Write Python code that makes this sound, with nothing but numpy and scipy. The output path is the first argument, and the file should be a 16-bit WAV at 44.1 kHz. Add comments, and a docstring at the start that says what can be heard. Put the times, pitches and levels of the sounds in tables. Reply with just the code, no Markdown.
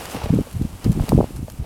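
"""Wind gusts break on a microphone in low, fluttering thumps: each passing eddy is a brief dip
in pressure. The microphone is on a camera carried through tall dry grass in an open field.
Behind the wind, stalks swish and dry blades crackle through countless small contacts, brittle
stalks fracture in bright snaps, and now and then a stem knocks the camera case into damped vibration."""
import sys
import numpy as np
from scipy.fft import rfft, irfft, next_fast_len
from scipy.io import wavfile
from scipy.ndimage import map_coordinates

SR = 44100
rng = np.random.default_rng(int(sys.argv[2]) if len(sys.argv) > 2 else 0)


def transcribe(signal):
    """Save signal, clipped to [-1, 1], as a 16-bit WAV file at the path in sys.argv[1]."""
    frames = np.atleast_2d(signal).T
    limited = np.clip(frames, -1, 1)
    pcm = np.round(limited * 32767).astype(np.int16)
    wavfile.write(sys.argv[1], SR, pcm)


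N = 72765
T = np.arange(N) / SR

# Envelopes of the sweeping stalks and the crackling blades: time_s, relative_level_db
SWISH_ENVELOPE = [(0, -41.5), (.035, -42), (.11, -42.5), (.165, -39), (.195, -40), (.235, -40.5), (.3, -44),
                  (.45, -51), (.8, -53), (.845, -44.5), (.89, -52.5), (1.08, -46), (1.25, -50.5),
                  (1.45, -58), (1.65, -55)]
CRACKLE_ENVELOPE = [(0, -43), (.08, -45.5), (.125, -40), (.2, -50), (.4, -49.5), (.66, -51), (.8, -50.5),
                    (.92, -48), (.98, -50), (1.09, -44), (1.17, -49.5), (1.43, -53), (1.55, -52),
                    (1.65, -57)]
# Stalks breaking: start_s, relative_level_db, t60_s, pitch_hz
STALK_SNAPS = [(.0545, -22.5, 0.017, 7060), (0.109, -28.5, 0.038, 6500), (.238, -31.5, 0.045, 4100),
               (0.2564, -30, 0.011, 2500), (.346, -32, .02, 3500), (.512, -28, 0.011, 9000),
               (0.527, -36, .04, 11000), (0.62, -35, 0.027, 3900), (0.8428, -26, 0.037, 4570),
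               (.917, -29.5, .035, 11000), (0.928, -27, 0.01, 7000), (1.0915, -15, 0.014, 4970),
               (1.3617, -30.5, 0.019, 9900), (1.367, -33, .02, 9400), (1.4996, -28.5, .016, 13000),
               (1.5205, -30, 0.0094, 11000)]
# Stems striking the camera: start_s, relative_level_db, most_excited_hz
STEM_KNOCKS = [(.008, -24.5, 717), (.145, -17, 505), (0.167, -23.5, 405), (.217, -25.5, 815),
               (.231, -25, 850), (.258, -18, 550), (0.293, -20, 540), (.47, -32, 445), (.997, -19.5, 830),
               (1.083, -21.5, 450), (1.481, -27, 626), (1.642, -32.5, 546)]
# Normal modes of the camera case: frequency_hz, relative_level_db, t60_s
CASE_MODES = [(216, 2.5, .05), (460, -3, 0.034), (634, -2, 0.032), (819, -6, 0.035), (1106, -6, 0.017),
              (1430, -16, 0.018)]
# Gusts on the microphone: start_s, length_s, level_db
WIND_GUSTS = [(0.153, 0.029, -33), (.232, 0.041, -29.5), (.328, 0.082, -17.5), (.547, 0.024, -28.5),
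              (.598, 0.064, -24), (.705, 0.046, -33.5), (.852, .07, -17.5), (0.951, .088, -20.5),
              (1.093, 0.024, -24.5), (1.123, 0.068, -15), (1.192, 0.045, -23), (1.337, .11, -31.5),
              (1.524, 0.021, -36), (1.59, .045, -30.5)]
# The hardest eddies, each one thump: centre_s, level_db, pitch_hz
EDDY_THUMPS = [(.153, -19, 207), (.244, -13.5, 82), (0.306, -5, 140), (.331, -9.5, 188), (.342, -11, 260),
               (.389, -6.5, 302), (0.41, -10, 110), (.566, -17.5, 81), (0.615, -10, 191),
               (.651, -17.5, 167), (.865, -6.5, 224), (.879, -12.5, 110), (.904, -8, 136),
               (1.012, -13, 69.5), (1.121, -6.5, 630), (1.132, -3.5, 268), (1.15, -5, 170),
               (1.157, -6, 172), (1.179, -5.5, 342), (1.188, -7.5, 464), (1.205, -4.5, 410),
               (1.21, -8, 617), (1.23, -15.5, 457), (1.243, -14.5, 497), (1.308, -25, 248),
               (1.394, -22, 190), (1.43, -17.5, 192), (1.598, -17, 98)]
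# Spectral shapes of the noise sources: frequency_hz, relative_gain_db
SWISH_SPECTRUM = [(60, -6), (200, 1.5), (450, 7), (900, 6), (1300, 2), (1800, -3), (2300, -2), (2950, -1.5),
                  (3500, -6.5), (5500, -8.5), (6500, -16.5), (16000, -31)]
CRACKLE_SPECTRUM = [(1000, -12), (3000, -4), (5000, -3.5), (8000, 1), (11500, 0), (14000, -4.5),
                    (16000, -10), (17200, -17)]
SNAP_SPECTRUM = [(300, 1.5), (900, 7.5), (1700, 3), (3000, 2), (5000, 2.5), (9000, 1.5), (13000, -1),
                 (17000, -14)]
SCRAPE_SPECTRUM = [(150, -15), (700, 0), (1500, -7), (3500, -8), (7000, -22), (16000, -32)]
RUMBLE_SPECTRUM = [(15, -12.5), (35, -2), (70, 2), (130, -6.5), (250, -10.5), (500, -23.5), (1200, -42),
                   (3000, -99)]

BAND_LIMIT_HZ = 17250
FFT_SIZE = next_fast_len(N + SR // 2)
BIN_HZ = np.fft.rfftfreq(FFT_SIZE, 1 / SR)


def amp(db):
    """Amplitude grows tenfold for every 20 dB."""
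    return 10 ** (np.asarray(db) / 20)


def unit_rms(x):
    """Division by the rms gives unit power."""
    return x / np.sqrt(np.mean(x ** 2) + 1e-20)


def wobble(knots_per_s):
    """Spline interpolation of random values gives a smooth modulation."""
    return map_coordinates(rng.standard_normal(2048), [T * knots_per_s], mode="wrap")


def coloured(x, spectrum):
    """Linear filtering shapes the spectrum, with a gain that keeps the power of white noise."""
    hz, db = np.transpose(spectrum)
    gain = amp(np.interp(np.log(BIN_HZ + 1), np.log(hz), db))
    return irfft(rfft(x, FFT_SIZE) * unit_rms(gain), FFT_SIZE)[:N]


def grass_rustle(envelope, spectrum, flutter_per_s, contacts_per_s, scatter_db, contact_share):
    """Shot noise: distinct blade contacts stand out of the hiss into which countless others merge."""
    level_db = np.interp(T, *np.transpose(envelope)) + 0.65 * wobble(flutter_per_s)
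    hits = rng.random(N) < contacts_per_s / SR
    contacts = hits * rng.standard_normal(N) * amp(scatter_db * np.minimum(rng.exponential(size=N), 4))
    hiss = np.sqrt(1 - contact_share) * rng.standard_normal(N)
    rustle = coloured(np.sqrt(contact_share) * unit_rms(contacts) + hiss, spectrum)
    return amp(level_db) * unit_rms(rustle)


def stalk_snaps(attack_s=0.0005, resonance_db=7, width_octaves=0.19):
    """Brittle fracture releases a short noise burst, emphasised around the stalk's own pitch."""
    out = np.zeros(N)
    hz = np.geomspace(200, BAND_LIMIT_HZ, num=60)
    base_db = np.interp(hz, *np.transpose(SNAP_SPECTRUM))
    for start_s, db, t60_s, pitch_hz in STALK_SNAPS:
        t = np.maximum(T - start_s, 0)
        burst = amp(db - 60 * t / t60_s) * (1 - np.exp(-t / attack_s)) * rng.standard_normal(N)
        peak_db = resonance_db * np.exp(-(np.log2(hz / pitch_hz) / width_octaves) ** 2)
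        out += coloured(burst, np.column_stack([hz, base_db + peak_db]))
    return out


def stem_knocks(attack_s=0.00088, scrape_t60_s=0.019, fall_db_per_octave=9):
    """Impact excites the case's damped modes, most near the contact's pitch; friction adds a scrape."""
    out = np.zeros(N)
    friction = coloured(rng.standard_normal(N), SCRAPE_SPECTRUM)
    for start_s, db, contact_hz in STEM_KNOCKS:
        t = np.maximum(T - start_s, 0)
        ring = np.zeros(N)
        for hz, mode_db, t60_s in CASE_MODES:
            drive_db = rng.normal(0, 1.35) - fall_db_per_octave * abs(np.log2(hz / contact_hz))
            cycles = hz * np.exp(rng.normal(0, 0.06)) * t + rng.random()
            ring += amp(mode_db + drive_db - 60 * t / t60_s) * np.sin(2 * np.pi * cycles)
        scrape = 0.15 * amp(-60 * t / scrape_t60_s) * friction
        out += amp(db) * (ring + scrape) * (1 - np.exp(-t / attack_s))
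    return out


def rumble():
    """Turbulent pressure is random, with its power concentrated at low frequencies."""
    return unit_rms(coloured(rng.standard_normal(N), RUMBLE_SPECTRUM))


def eddy(centre_s, hz, asymmetry=0.4):
    """A vortex crossing the microphone port is a pressure dip between two unequal shoulders."""
    u = np.clip(np.pi * hz * (T - centre_s), -8, 8)
    return (2 * u ** 2 - 1 + 2 * asymmetry * u) * np.exp(-u ** 2)


def eddy_train(start_s, end_s, gust_db, eddies_per_s=130, scatter_db=4, octaves_per_db=0.0624):
    """Vortex shedding makes a ragged pulse train; stronger gusts shed smaller, higher-pitched eddies."""
    hz = 133 * 2 ** (octaves_per_db * (gust_db + 21.5))  # 133 Hz for a gust of -21.5 dB
    train = np.zeros(N)
    for i, (jitter, strength, detune) in enumerate(rng.standard_normal((32, 3))):
        centre_s = start_s + (i + 0.295 * jitter) / eddies_per_s
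        if centre_s < end_s:
            train += amp(scatter_db * strength) * eddy(centre_s, hz * np.exp(0.36 * detune))
    return train


def wind(breeze_db=-41.5, turbulence_db=-4.5, attack_s=0.01187, release_s=0.017):
    """Flow noise at the microphone: gusts of eddies and turbulence rise above a rumbling breeze."""
    breeze = amp(breeze_db + 2.6 * wobble(12.23)) * rumble()
    turbulence = amp(turbulence_db) * rumble()
    gusts = np.zeros(N)
    for start_s, length_s, db in WIND_GUSTS:
        end_s = start_s + length_s
        before_s, after_s = np.maximum(start_s - T, 0), np.maximum(T - end_s, 0)
        envelope = amp(-20 * (before_s / attack_s + after_s / release_s))
        eddies = envelope * eddy_train(start_s - attack_s, end_s + 2 * release_s, db)
        eddies /= np.sqrt(np.sum(eddies ** 2) / np.sum(envelope ** 2))  # same energy as the envelope
        gusts += amp(db) * (eddies + envelope * turbulence)
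    thumps = sum(amp(db) * eddy(centre_s, hz) for centre_s, db, hz in EDDY_THUMPS)
    return breeze + gusts + thumps


def scene():
    """Superposition in a free field: the nearby sources add with no echo."""
    swish = grass_rustle(SWISH_ENVELOPE, SWISH_SPECTRUM, flutter_per_s=45.03,
                         contacts_per_s=1800, scatter_db=2.5, contact_share=0.34)
    crackle = grass_rustle(CRACKLE_ENVELOPE, CRACKLE_SPECTRUM, flutter_per_s=90,
                           contacts_per_s=900, scatter_db=1.5, contact_share=0.21)
    grass = amp(5.5) * swish + amp(0.5) * crackle
    return (grass + amp(-3) * stalk_snaps() + amp(3) * stem_knocks() + wind())[None]


def record(dry):
    """Band-pass response: the camera loses the deepest bass and everything above its band limit."""
    high_pass = BIN_HZ / np.hypot(BIN_HZ, 18)  # first order, corner at 18 Hz
    return irfft(rfft(dry, FFT_SIZE) * high_pass * (BIN_HZ < BAND_LIMIT_HZ), FFT_SIZE)[:, :N]


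dry = scene()
out = record(dry)
transcribe(out)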